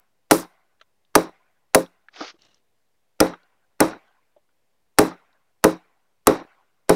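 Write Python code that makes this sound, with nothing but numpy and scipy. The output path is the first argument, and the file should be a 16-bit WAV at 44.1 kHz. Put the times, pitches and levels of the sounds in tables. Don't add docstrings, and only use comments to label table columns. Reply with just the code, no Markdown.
import sys
import numpy as np
from scipy import signal
from scipy.fft import rfft, irfft
from scipy.io import wavfile
from scipy.ndimage import uniform_filter1d, map_coordinates

SR = 44100
rng = np.random.default_rng(int(sys.argv[2]) if len(sys.argv) > 2 else 0)


def bounce(signal):
    frames = np.transpose(np.atleast_2d(signal))
    limited = np.clip(frames, -1, 1)
    pcm = np.round(limited * 32767).astype(np.int16)
    wavfile.write(sys.argv[1], SR, pcm)


def boost_factor(decibels):
    exponent = np.asarray(decibels, float) / 20
    return 10 ** exponent


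N = 306495


def unit(x):
    return x / np.sqrt(np.mean(x ** 2) + 1e-20)


def along(points, hz):
    f, v = np.transpose(points)
    return np.interp(np.log(hz + 1), np.log(f + 1), v)


def noise(n, spectrum):
    hz = np.fft.rfftfreq(n, 1 / SR)
    return unit(irfft(rfft(rng.standard_normal(n)) * boost_factor(along(spectrum, hz)), n))


def patchy_noise(n, spectrum, depth_db):
    z = signal.stft(noise(n, spectrum), nperseg=512)[2]
    field = uniform_filter1d(rng.standard_normal(z.shape), size=4, axis=0)
    field = uniform_filter1d(field, size=5, axis=1)
    return unit(signal.istft(z * boost_factor(depth_db * unit(field)), nperseg=512)[1][:n])


def fade(t, t60, rise):
    return boost_factor(-60 * t / t60) * (1 - np.exp(-t / rise))


def add(track, s, sound):
    part = track[round(s * SR):][:len(sound)]
    part += sound[:len(part)]


def gate(x, closes, depth_db):
    hz, frame, z = signal.stft(x, SR, nperseg=256)
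    treble = 1 / (1 + (6000 / (hz[:, None] + 1)) ** 3)
    bass = .4 / (1 + (hz[:, None] / 120) ** 4)
    at = closes[0] + treble * (closes[1] - closes[0])
    shut = 1 / (1 + np.exp(np.clip((at - frame) / .008, -50, 50)))
    gain = boost_factor(depth_db * (1.5 - .1 * treble - bass) * shut)
    return signal.istft(z * gain, SR, nperseg=256)[1][:len(x)]


def air():
    # f/Hz, level/dB
    quiet = [(8, -59.5), (20, -15), (60, -8), (120, -6.5), (300, -9.5), (520, -7), (1000, -11),
             (1300, -15.5), (2000, -14.5), (3000, -18), (6000, -21.5), (12000, -24), (16000, -26)]
    z = signal.stft(noise(N, quiet), nperseg=512)[2]
    field = uniform_filter1d(uniform_filter1d(rng.standard_normal(z.shape), 4, 0), 6, 1)
    patchy = np.linspace(1.3, .3, num=len(z))[:, None]
    hiss = unit(signal.istft(z * boost_factor(0.9 * unit(field) * patchy), nperseg=512)[1][:N])
    return boost_factor(-76) * hiss


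def cheek_rub(t):
    start_s, rise_s, hold_s, fall_s = 2.365, 0.036, .11, 0.13
    cheek = [(100, -12), (400, -7.0), (800, -11), (2500, -14), (2900, -4.5), (3250, -13.5), (4100, -9),
             (4600, -19.0), (6000, -15.0), (8000, -29.5), (12000, -60)]
    slide = np.interp(t, start_s + np.cumsum([0, rise_s, hold_s, fall_s]), [0, 1, 1, 0]) ** 2
    catches = boost_factor(3.3 * map_coordinates(rng.standard_normal(N // 200 + 4), [np.arange(N) / 260]))
    return boost_factor(-64.5) * slide * unit(catches) * noise(N, cheek)


def scrape():
    # t/s, level/dB, wood hum against hiss/dB
    pull = [
        (2.11, -83, 4),
        (2.14, -56.5, -7),
        (2.204, -41, -7),
        (2.208, -39, 7.5),
        (2.302, -42.5, -18),
        (2.338, -74.5, 2),
        (2.37, -75.5, 9),
    ]
    # f/Hz, level/dB
    rasp = [(710, -26), (1200, 0.5), (1580, -0.5), (1700, -3), (1850, -2.5), (3050, -5), (5100, -2.5),
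            (6590, -12), (7800, -39.5), (10000, -42), (13000, -71), (22000, -120)]
    s, db, body_db = np.transpose(pull)
    t = np.arange(N) / SR
    level, body = np.interp(t, s, db, -130, -130), np.interp(t, s, body_db)
    grains = boost_factor(1.3 * map_coordinates(rng.standard_normal(N // 100 + 4), [np.arange(N) / 110]))
    hum = noise(N, [(150, -40.5), (300, -4), (600, -1), (1200, -6), (1700, -20), (4000, -51), (8000, -90)])
    return cheek_rub(t) + boost_factor(level) * unit(grains) * (noise(N, rasp) + boost_factor(body) * hum)


def snaps():
    # t/s, peak level/dB, centre f/Hz
    splinters = [(0.8121, -43.5, 3540), (1.0493, -55.5, 3630), (1.2294, -39, 9500), (1.2925, -59, 9000),
                 (1.8617, -43.5, 3540), (2.086, -49, 3730), (2.4194, -43.5, 4530), (2.4498, -47, 5350),
                 (2.5438, -48.5, 5500), (2.5794, -64, 4670), (3.268, -29, 3920), (3.4316, -53, 3960),
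                 (4.0794, -63, 3850), (4.1244, -63, 3500), (5.7675, -54, 6000), (5.3287, -57, 4020)]
    out, t = np.zeros(N), np.arange(SR // 20) / SR
    for s, db, hz in splinters:
        click = noise(len(t), [(hz * .3, -30), (hz * .75, -9), (hz, 0), (hz * 1.3, -9), (hz * 2, -35)])
        add(out, s, boost_factor(db - 4) * click * fade(t, 0.019, .0005))
    return out


def ticks():
    # t/s, peak level/dB, pitch f/Hz, ring t60/s, treble level/dB
    contacts = [(0.798, -60, 1710, 0.048, -5), (0.8125, -40, 1363, 0.036, -9),
                (0.812, -48.5, 650, 0.037, -30), (2.085, -32.5, 1690, 0.02, -39.5),
                (2.14, -43, 2260, 0.025, -13), (2.16, -43.5, 730, 0.088, -2.5),
                (2.279, -32, 1550, 0.013, -1.5), (2.342, -45, 342, 0.043, -23), (2.39, -56, 250, 0.05, -20),
                (2.599, -56, 385, 0.025, -20), (3.336, -24.5, 1260, 0.03, -23),
                (3.932, -29, 1440, 0.037, -32), (4.364, -46, 585, 0.064, -28.5),
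                (4.489, -62, 1460, 0.038, -19.5), (5.112, -34, 1226, 0.085, -34.5),
                (6.399, -31, 497, 0.022, -15.5), (6.507, -50, 1497, 0.025, -25),
                (6.609, -53, 778, 0.017, -32)]
    out, t = np.zeros(N), np.arange(SR // 5) / SR
    click_colour = [(300, -35), (1500, 2), (3700, 9), (4800, -17), (6000, -3), (8000, -20), (10000, -30),
                    (16000, -60)]
    for s, db, hz, t60, treble_db in contacts:
        woody = [(hz * .1, -70), (hz * .4, -22), (hz * .75, -5), (hz, 0), (hz * 1.4, -7), (hz * 2.2, -30),
                 (16000, -80)]
        note = .6 * np.sin(2 * np.pi * hz * t) + .55 * noise(len(t), woody)
        note = note * fade(t, t60, 0.00035 * 1000 / hz + 0.00036)
        click = noise(len(t), click_colour) * fade(t, 1.3 * t60, .0004)
        add(out, s, boost_factor(db) * (note + boost_factor(treble_db) * click))
    return out


def knock():
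    # t/s, peak level/dB, f/Hz, t60/s
    knocks = [
        (2.21, -11.5, 291, 0.091),
    ]
    out, t = np.zeros(N), np.arange(SR // 5) / SR
    for s, db, hz, t60 in knocks:
        for ratio, gain, share in [(1, 0.35, 0.69), (2.1, 0.55, 0.28), (4.3, 0.71, 0.24)]:
            partial = gain * np.sin(2 * np.pi * hz * ratio * t) * fade(t, t60 * share, 0.0049)
            add(out, s, boost_factor(db) * partial)
    return out


def trees(t, treble_db, top_db):
    # f/Hz, level/dB
    answer = [(60, -23.5), (180, -15), (330, -8), (600, -15.5), (1000, -16), (1500, -22), (2400, -29),
              (3000, -34.5), (5000, -30.5), (7000, -33.5), (9500, -31), (13000, -35.5), (15600, -38),
              (15900, -75)]
    # f/Hz, t60/s
    answer_t60 = [(60, 0.24), (300, 0.32), (1000, .36), (4000, .36), (10000, 0.33)]
    hz, frame, z = signal.stft(noise(len(t), answer), SR, nperseg=256)
    treble = treble_db / (1 + (3500 / (hz + 1)) ** 4)
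    top = top_db / (1 + (8000 / (hz + 1)) ** 4)
    echoes = unit(uniform_filter1d(rng.standard_normal(z.shape), size=20, axis=0))
    decay = boost_factor(2 * echoes - 60 * frame / along(answer_t60, hz)[:, None])
    tail = signal.istft(z * boost_factor(treble + top)[:, None] * decay, SR, nperseg=256)[1]
    return tail[:len(t)] * (1 - np.exp(-t / 0.0016))


def steel(t):
    # f/Hz, width/Hz, level/dB
    head = [(3880, 360, 1.5), (5650, 480, -3.5), (2370, 67, -5.5)]
    hz = np.fft.rfftfreq(len(t), 1 / SR)
    bands = sum(boost_factor(db) / (1 + (2 * (hz - c) / w) ** 2) for c, w, db in head)
    return unit(irfft(rfft(rng.standard_normal(len(t))) * bands, len(t))) * fade(t, 0.31, 0.0036)


def faint_swell():
    rise = np.linspace(0, 1, 500)
    swell_colour = [(150, -18.5), (550, 0.5), (1200, -7), (2500, -12.5), (6000, -19), (16000, -45)]
    return boost_factor(-47) * noise(len(rise), swell_colour) * np.sqrt(rise)


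def ground_thud(t):
    # f/Hz, level/dB
    ground = [(8, -50), (20, -19), (40, -12.5), (70, -3), (110, 1), (150, -6.5), (220, -29.5), (500, -69.5)]
    return noise(SR, ground) * fade(t, 0.19, .015)


def fibre_crack(t, split_ms):
    # f/Hz, level/dB
    fibres = [(410, -27), (700, 2.5), (2370, -9), (3070, -18.5), (4150, -15), (4670, -13.5), (5840, -9.5),
              (7110, -16), (9600, -9.5), (10500, -16), (13000, -17), (16000, -23.5)]
    grains = boost_factor(3.2 * rng.standard_normal(SR // 24 + 1)).repeat(24)[:SR]
    splitting = .12 + 1 / (1 + (1000 * t / split_ms) ** 4)
    return noise(SR, fibres) * grains * fade(t, 0.039, 0.00015) * splitting


def bite_force(t):
    bite_s = .009
    push = t[:round(1.5 * bite_s * SR)]
    uneven = unit(noise(len(push), [(100, -7.5), (2000, 3.5), (5000, -19)])) / np.sqrt(len(push) * 12)
    stop = np.exp(-((push - bite_s) / 0.00013) ** 2) / 15
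    contact = 0.2 * np.exp(-((push - .0006) / 0.00004) ** 2) / 9
    return 0.36 * uneven + stop - contact


def trunk_ring(t, ring_db, crack_db):
    # f/Hz, level/dB, t60/s
    trunk = [(138.6, -15.5, 0.22), (176, -9.5, 0.34), (209.26, -25.5, .14), (272, -8, 0.3),
             (317.5, 2, 0.26), (378.4, -6, 0.32), (427.5, 3.5, 0.13), (472.7, 0.5, 0.096), (526.5, 2, 0.16),
             (589.4, -1, .11), (627.6, 3, 0.085), (725.5, -9, .14), (812, -5.5, 0.32), (924, -16.5, .18),
             (1061, -14, .15), (1196, -9, 0.12), (1290, -18, 0.084), (1388, -16, 0.26), (1453, -17.5, .11),
             (1820, -22, 0.073), (1910, -20, 0.2), (2300, -24, .08), (341.3, -3.5, .17), (666, -4.5, .1),
             (829, -10.5, .12), (989, -11.5, .12)]
    # f/Hz, level/dB, more level for each dB of crack/dB
    notch = [(200.1, -1.64, -0.1), (317, -3, 0.12), (430, 0.04, 0.03), (650, -1, .5), (800, 1, 0.37),
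             (1200, 0.37, 0.26)]
    hz, level, t60 = np.transpose(trunk)[:, :, None]
    short = t[:SR // 2]
    place = [(at, db + more * crack_db) for at, db, more in notch]
    strength = boost_factor(level + ring_db + along(place, hz) + rng.normal(0, 2.2, hz.shape))
    drift = np.cumsum(rng.standard_normal((len(hz), 441)), axis=1).repeat(50, axis=1)
    phase = 2 * np.pi * hz * short + .00008 * hz * drift
    damping = np.minimum(t60, 60 / hz + .03)
    modes = strength * boost_factor(-60 * short / damping) * np.sin(phase)
    return np.pad(signal.fftconvolve(modes.sum(0), bite_force(t)), (0, SR))[:SR]


def chops():
    # t/s, trunk ring level/dB, crack level/dB, splinter brightness/dB, carry into the trees/dB
    strokes = [
        (0.3104, -9.5, -0.5, 7.5, 0),
        (1.1531, -12, 0.5, -8, 0.1),
        (1.7466, -8, 1.5, 1.5, -4.5),
        (3.2032, -9, -3, -11, 0.4),
        (3.8035, -8, -2.5, -11, 2.5),
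        (4.9857, -7, 2, -6.5, 2),
        (5.6404, -6.5, -2.5, -5.5, -1.5),
        (6.2704, -9, 0, -14, 3),
        (6.8936, -6, -5.5, -9, 0.2),
    ]
    # f/Hz, level/dB
    far_trees = [(40, -72), (100, -26.5), (300, -11.5), (550, -7), (780, 0.5), (900, -6), (1050, 1.5),
                 (1250, -6), (1480, 0.5), (1750, -9), (2000, -6), (3000, -16), (4000, -22), (9000, -38)]
    out, t = np.zeros(N), np.arange(SR) / SR
    small = signal.butter(3, 190, "highpass", fs=SR, output="sos")
    add(out, 0, boost_factor(-67.5) * noise(SR, far_trees) * fade(t, 0.4, 0.0012))
    for s, ring_db, crack_db, bright_db, carry_db in strokes:
        scatter_db, steel_db, far_db = -19 + carry_db, -37.5 + .7 * carry_db, -49 + 1.3 * carry_db
        treble_db = -0.5 + .6 * bright_db
        top_db = bright_db - treble_db
        split_ms = 2.6 + .3 * bright_db - 0.64 * ring_db
        gate_s = .155 + 0.01 * carry_db
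        top_gate_s = .096 + .002 * (bright_db + 2 * carry_db)
        closes = gate_s, top_gate_s

        crack = boost_factor(crack_db - 3.5) * fibre_crack(t, split_ms)
        ring = boost_factor(-0.5) * trunk_ring(t, ring_db, crack_db)
        blow = signal.sosfilt(small, crack + ring)
        thud = boost_factor(ring_db - 32.5) * ground_thud(t)
        near = blow + thud + boost_factor(scatter_db) * trees(t, treble_db, top_db)
        add(out, s, gate(near, closes, depth_db=-13))
        add(out, s, boost_factor(far_db) * patchy_noise(SR, far_trees, depth_db=3.7) * fade(t, .9, .03))
        add(out, s, boost_factor(steel_db) * gate(steel(t), np.add(closes, .04), depth_db=-17))
        swell = faint_swell()
        add(out, s - len(swell) / SR, swell)
    return out


def scene():
    return (air() + scrape() + snaps() + ticks() + knock() + chops())[None]


def band_limit(x):
    return signal.sosfilt(signal.butter(12, 17100, fs=SR, output="sos"), x)


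def record(dry):
    limited = dry / (1 + np.abs(dry / .84) ** 6) ** (1 / 6)
    offset = -.0004
    hz = np.fft.rfftfreq(N, 1 / SR)
    mix = irfft(rfft(limited + offset) / (1 + (hz / 16050) ** 80), N)
    return band_limit(mix)


dry = scene()
out = record(dry)
bounce(out)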